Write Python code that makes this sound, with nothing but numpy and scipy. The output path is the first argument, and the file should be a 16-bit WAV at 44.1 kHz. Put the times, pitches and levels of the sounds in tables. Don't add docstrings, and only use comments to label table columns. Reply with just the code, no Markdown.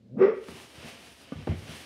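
import sys
import numpy as np
from scipy import signal
from scipy.fft import rfft, irfft, next_fast_len
from scipy.io import wavfile
from scipy.ndimage import uniform_filter1d

SR = 44100
rng = np.random.default_rng(int(sys.argv[2]) if len(sys.argv) > 2 else 0)


def materialize(psi):
    bounded = np.clip(np.atleast_2d(psi).T, -1, 1)
    quanta = np.round(bounded * 32767).astype(np.int16)
    wavfile.write(sys.argv[1], SR, quanta)


N = 81585
T = np.arange(N) / SR

# (time [s], pitch [Hz], level [dB])
VOICE_TRACK = [(0, 113, -63.5), (.08, 114.3, -63.5), (.12, 122.5, -48.5), (.147, 139.9, -44.5),
               (.168, 193.2, -44), (.19, 302.2, -40.5), (.206, 387.8, -19.5), (.213, 380, -16),
               (.233, 386, -10.5), (.254, 385.8, -10), (.262, 386.6, -25.5), (.297, 434.8, -23),
               (.311, 423, -39), (.36, 403, -57.5)]
# (frequency [Hz], gain [dB])
MUZZLE_GAIN = [(120, 2.5), (390, -3.5), (600, -1), (770, -23.5), (1170, -19), (1550, -23), (2000, -16.5),
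               (2500, -34)]
# (time [s], level [dB])
RASP_ENVELOPE = [(.158, -86.5), (.173, -42.5), (.203, -32.5), (.226, -22), (.255, -25), (.285, -28.5),
                 (.315, -34.5), (.37, -46.5)]
# (frequency [Hz], relative density [dB])
RASP_SPECTRUM = [(100, -47), (200, -4.5), (330, -10.5), (450, 4.5), (560, 0), (690, -16), (900, -13),
                 (1020, -18.5), (1220, -10.5), (1680, -23.5), (2100, -22.5), (2650, -28), (2900, -40.5),
                 (3300, -36.5), (4100, -48), (4900, -49.5), (5400, -44.5), (6200, -60), (9000, -73.5),
                 (13000, -100)]
# (time [s], level [dB])
CHEST_ENVELOPE = [(0, -60.5), (.09, -53.5), (.14, -49.5), (.18, -29), (.25, -41), (.28, -45), (.33, -46),
                  (.38, -72.5)]
# (frequency [Hz], relative density [dB])
CHEST_SPECTRUM = [(50, -48), (100, -19.5), (160, -3), (245, 3), (330, -15.5), (550, -14), (850, -32),
                  (4000, -64.5)]
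JITTER_RATIO, SHIMMER_DB, FLUTTER_HZ, RASP_PULSE_DEPTH = 0.014, 0.9, 258.7, 0.18
JAW_OPENS_S, JAW_TRAVEL_S, CLOSED_JAW_HZ, VOICE_END_S = 0.16, 0.03, 850, 0.41


def woof():
    pitch_hz = curve(VOICE_TRACK) * (1 + JITTER_RATIO * wander(FLUTTER_HZ))
    phase = 2 * np.pi * np.cumsum(pitch_hz) / SR
    hz, db = np.array(MUZZLE_GAIN).T
    tone = sum(undb(np.interp(k * pitch_hz, hz, db)) * np.sin(k * phase) / k for k in range(1, 7))
    tone *= np.sqrt(2) * undb(curve(VOICE_TRACK, column=2) + SHIMMER_DB * wander(FLUTTER_HZ))
    pulsing = (1 + RASP_PULSE_DEPTH * np.cos(phase / 2)) ** 2
    rasp = colour(rng.standard_normal(N) * pulsing, RASP_SPECTRUM) * undb(curve(RASP_ENVELOPE))
    chest = noise(CHEST_SPECTRUM) * undb(curve(CHEST_ENVELOPE))
    voice = tone + rasp + chest
    muffled = signal.sosfiltfilt(signal.butter(2, CLOSED_JAW_HZ, fs=SR, output="sos"), voice)
    jaw = np.clip((T - JAW_OPENS_S) / JAW_TRAVEL_S, 0, 1) ** 2
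    fade_out = np.clip((VOICE_END_S - T) / 0.035, 0, 1)
    return (muffled + jaw * (voice - muffled)) * fade_out


# (time [s], level [dB], contact length [s])
LANDINGS = [(0.489, -48, 0.0053), (.54, -56, 0.0021), (0.777, -43, 0.0074), (.845, -48, 0.00094),
            (1.356, -38, 0.0066), (1.388, -37, 0.0088), (1.418, -49.5, 0.0043), (1.475, -39.5, 0.00485),
            (1.49, -25, 0.00588), (1.513, -27, 0.0067), (1.613, -39, 0.011), (1.69, -44.5, 0.0038)]
# (frequency [Hz], gain [dB], t60 [s])
FLOOR_MODES = [(70.7, -27, 0.38), (84.3, -1, 0.24), (116, 3.5, 0.067), (158.2, 3, 0.3), (228.7, 4.5, 0.25),
               (285, -7, 0.23)]
# (frequency [Hz], relative density [dB])
FILLING_SPECTRUM = [(40, -9), (100, 20.5), (250, 6), (500, -2), (1000, -17), (2200, -13.5), (3300, -21),
                    (4000, -42), (8000, -41), (14000, -65)]
FILLING_GAIN_DB, FILLING_DECAY_S = -4, 0.026


def thuds():
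    push, crunch = np.zeros(N), np.zeros(N)
    for start_s, db, contact_s in LANDINGS:
        contact = np.sin(np.pi * np.clip((T - start_s) / contact_s, 0, 1)) ** 2
        push += undb(db) * contact / contact.sum()
        crunch += undb(db) * burst(start_s, FILLING_DECAY_S)
    boards = sum(undb(db) * ring(push, hz, t60_s).imag for hz, db, t60_s in FLOOR_MODES)
    return boards + undb(FILLING_GAIN_DB) * crunch * noise(FILLING_SPECTRUM)


# (time [s], scrape level [dB], hiss level [dB])
SLIDE_ENVELOPE = [(.3, -69.5, -81), (.4, -61, -68.5), (.48, -51, -58), (.6, -48.5, -54.5), (.68, -55, -60),
                  (.73, -53, -59), (.78, -50.5, -59.5), (.83, -46, -58.5), (.89, -46.5, -54.5),
                  (.96, -53.5, -61.5), (1.09, -53, -57.5), (1.15, -58.5, -61), (1.24, -55, -60.5),
                  (1.3, -56, -68.5), (1.41, -52, -66), (1.45, -55, -65), (1.52, -52.5, -66),
                  (1.6, -55.5, -60), (1.67, -49, -58.5), (1.715, -43, -52.5), (1.77, -47.5, -52),
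                  (1.85, -52, -57.5)]
# (frequency [Hz], relative density [dB])
SCRAPE_SPECTRUM = [(40, -19.5), (75, 10.5), (130, 5), (260, 10.5), (400, 5), (620, 5), (1000, 1.5),
                   (1600, 0.5), (2400, 1.5), (3000, 3), (3800, -4), (5500, -9), (7500, -18), (15000, -36.5)]
# (frequency [Hz], relative density [dB])
HISS_SPECTRUM = [(500, -20.5), (2500, -5), (4000, -3), (6000, -4.5), (7700, -9.5), (8600, -4),
                 (10500, -7.5), (13000, -14.5), (15500, -20)]
GRIP_SPREAD_DB, GRIP_RATE_HZ, GRAIN_SPREAD_DB = 1.0, 45.22, 2.5


def bag_slide():
    grains = rng.standard_normal(N) * undb(GRAIN_SPREAD_DB * rng.exponential(size=N))
    scrape = colour(grains, SCRAPE_SPECTRUM) * undb(curve(SLIDE_ENVELOPE))
    hiss = noise(HISS_SPECTRUM) * undb(curve(SLIDE_ENVELOPE, column=2))
    grip = undb(GRIP_SPREAD_DB * wander(GRIP_RATE_HZ))
    fade_in = np.clip(T / SLIDE_ENVELOPE[0][0], 0, 1) ** 2
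    return (scrape + hiss) * grip * fade_in


# (time [s], scuff [dB], scuff decay [s], scuff cutoff [Hz], knock [dB], clack [dB])
PAW_STRIKES = [(0.4848, -34, 0.0021, 2000, -43, -65), (0.521, -38.5, 0.0027, 800, -51, -60),
               (1.3213, -33, 0.0042, 1930, -26, -42), (1.4713, -28.5, 0.011, 2050, -26, -50)]
# (frequency [Hz], relative density [dB])
SCUFF_SPECTRUM = [(50, -56), (130, -0.5), (240, 8), (400, -0.5), (550, -4.5), (800, -8), (1050, -15.5),
                  (1400, -15), (1750, -18.5), (5000, -23), (12000, -26)]
# (frequency [Hz], gain [dB], t60 [s])
EDGE_MODES = [(815, -13, 0.084), (1192, 0, .08), (1263, -11.5, 0.25), (1480, -9, 0.22)]
BOARD_HZ, BOARD_DECAY_S = 262.3, 0.012


def paws():
    out = np.zeros(N)
    for start_s, scuff_db, decay_s, cutoff_hz, knock_db, clack_db in PAW_STRIKES:
        scuff = colour(rng.standard_normal(N) * burst(start_s, decay_s), SCUFF_SPECTRUM)
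        scuff = signal.sosfilt(signal.butter(2, cutoff_hz, fs=SR, output="sos"), scuff)
        scuff /= np.sqrt(np.sum(scuff ** 2) / (decay_s * SR))
        age_s = T - start_s
        knock = np.sin(2 * np.pi * BOARD_HZ * age_s) * burst(start_s, BOARD_DECAY_S)
        clack = sum(undb(db) * np.sin(2 * np.pi * hz * age_s) * burst(start_s, t60_s / np.log(1000))
                    for hz, db, t60_s in EDGE_MODES)
        out += undb(scuff_db) * scuff + undb(knock_db) * knock + undb(clack_db) * clack
    return out


# (frequency [Hz], gain [dB], t60 [s])
STANDING_WAVES = [(372, -29.5, 0.71), (399.5, -11.5, 0.68), (417.3, -2, 0.87), (450, -9, .5),
                  (481, -6.5, 0.64), (535, -2, 0.36), (680.6, -2.5, 0.16)]
TAIL_DB, TAIL_DELAY_S, BASS_GAIN_DB, BASS_T60_S, TREBLE_T60_S = -9.5, 0.012, -14, 0.67, 0.51


def room(x):
    bass = noise([(100, -9.5), (300, -10), (900, -8.5), (2500, -9), (8000, -54)])
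    treble = noise([(500, -40), (2000, -3.5), (5000, -4.5), (15000, -12.5)])
    age_s = np.maximum(T - TAIL_DELAY_S, 0)
    bass *= undb(BASS_GAIN_DB - 60 * age_s / BASS_T60_S)
    treble *= undb(-60 * age_s / TREBLE_T60_S)
    tail = (age_s > 0) * (bass + treble)
    diffuse = signal.fftconvolve(x, tail / np.sqrt(np.sum(tail ** 2)))[:N]
    standing = sum(undb(db) * ring(x, hz, t60_s).real * 2 * np.log(1000) / (t60_s * SR)
                   for hz, db, t60_s in STANDING_WAVES)
    return undb(TAIL_DB) * diffuse + standing


def room_air(level_db=-59.5):
    air = noise([(40, 6.5), (80, -0.5), (220, -18), (600, -28), (1000, -31.5), (4000, -31), (15000, -54)])
    return undb(level_db) * air


def undb(db):
    return 10 ** (np.asarray(db) / 20)


def curve(table, column=1):
    rows = np.array(table)
    return np.interp(T, rows[:, 0], rows[:, column])


def colour(x, spectrum):
    hz, db = np.array(spectrum).T
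    size = next_fast_len(2 * N, real=True)
    bins_hz = np.maximum(np.fft.rfftfreq(size, 1 / SR), 1)
    gain = undb(np.interp(np.log(bins_hz), np.log(hz), db))
    cepstrum = irfft(np.log(gain), size)
    response = np.exp(2 * rfft(cepstrum[:size // 2], size))
    y = irfft(rfft(x, size) * response, size)[:N]
    return y / y.std()


def noise(spectrum):
    return colour(rng.standard_normal(N), spectrum)


def wander(rate_hz):
    steps = np.interp(T * rate_hz, np.arange(2048), rng.standard_normal(2048))
    return 1.46 * uniform_filter1d(steps, int(SR / rate_hz / 2))


def burst(start_s, decay_s, rise_s=0.00045):
    age_s = np.maximum(T - start_s, 0)
    return (1 - np.exp(-age_s / rise_s)) * np.exp(-age_s / decay_s)


def ring(x, hz, t60_s):
    pole = np.exp((2j * np.pi * hz - np.log(1000) / t60_s) / SR)
    return signal.lfilter([1], [1, -pole], x + 1e-18)


def scene():
    direct = woof() + bag_slide() + paws() + thuds()
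    return (direct + room(direct) + room_air())[None]


LOW_CUT_HZ, HIGH_CUT_HZ = 71, 15600


def record(dry):
    y = signal.sosfilt(signal.butter(5, LOW_CUT_HZ, "high", fs=SR, output="sos"), dry)
    return signal.sosfilt(signal.ellip(10, .1, 80, HIGH_CUT_HZ, fs=SR, output="sos"), y)


dry = scene()
out = record(dry)
materialize(out)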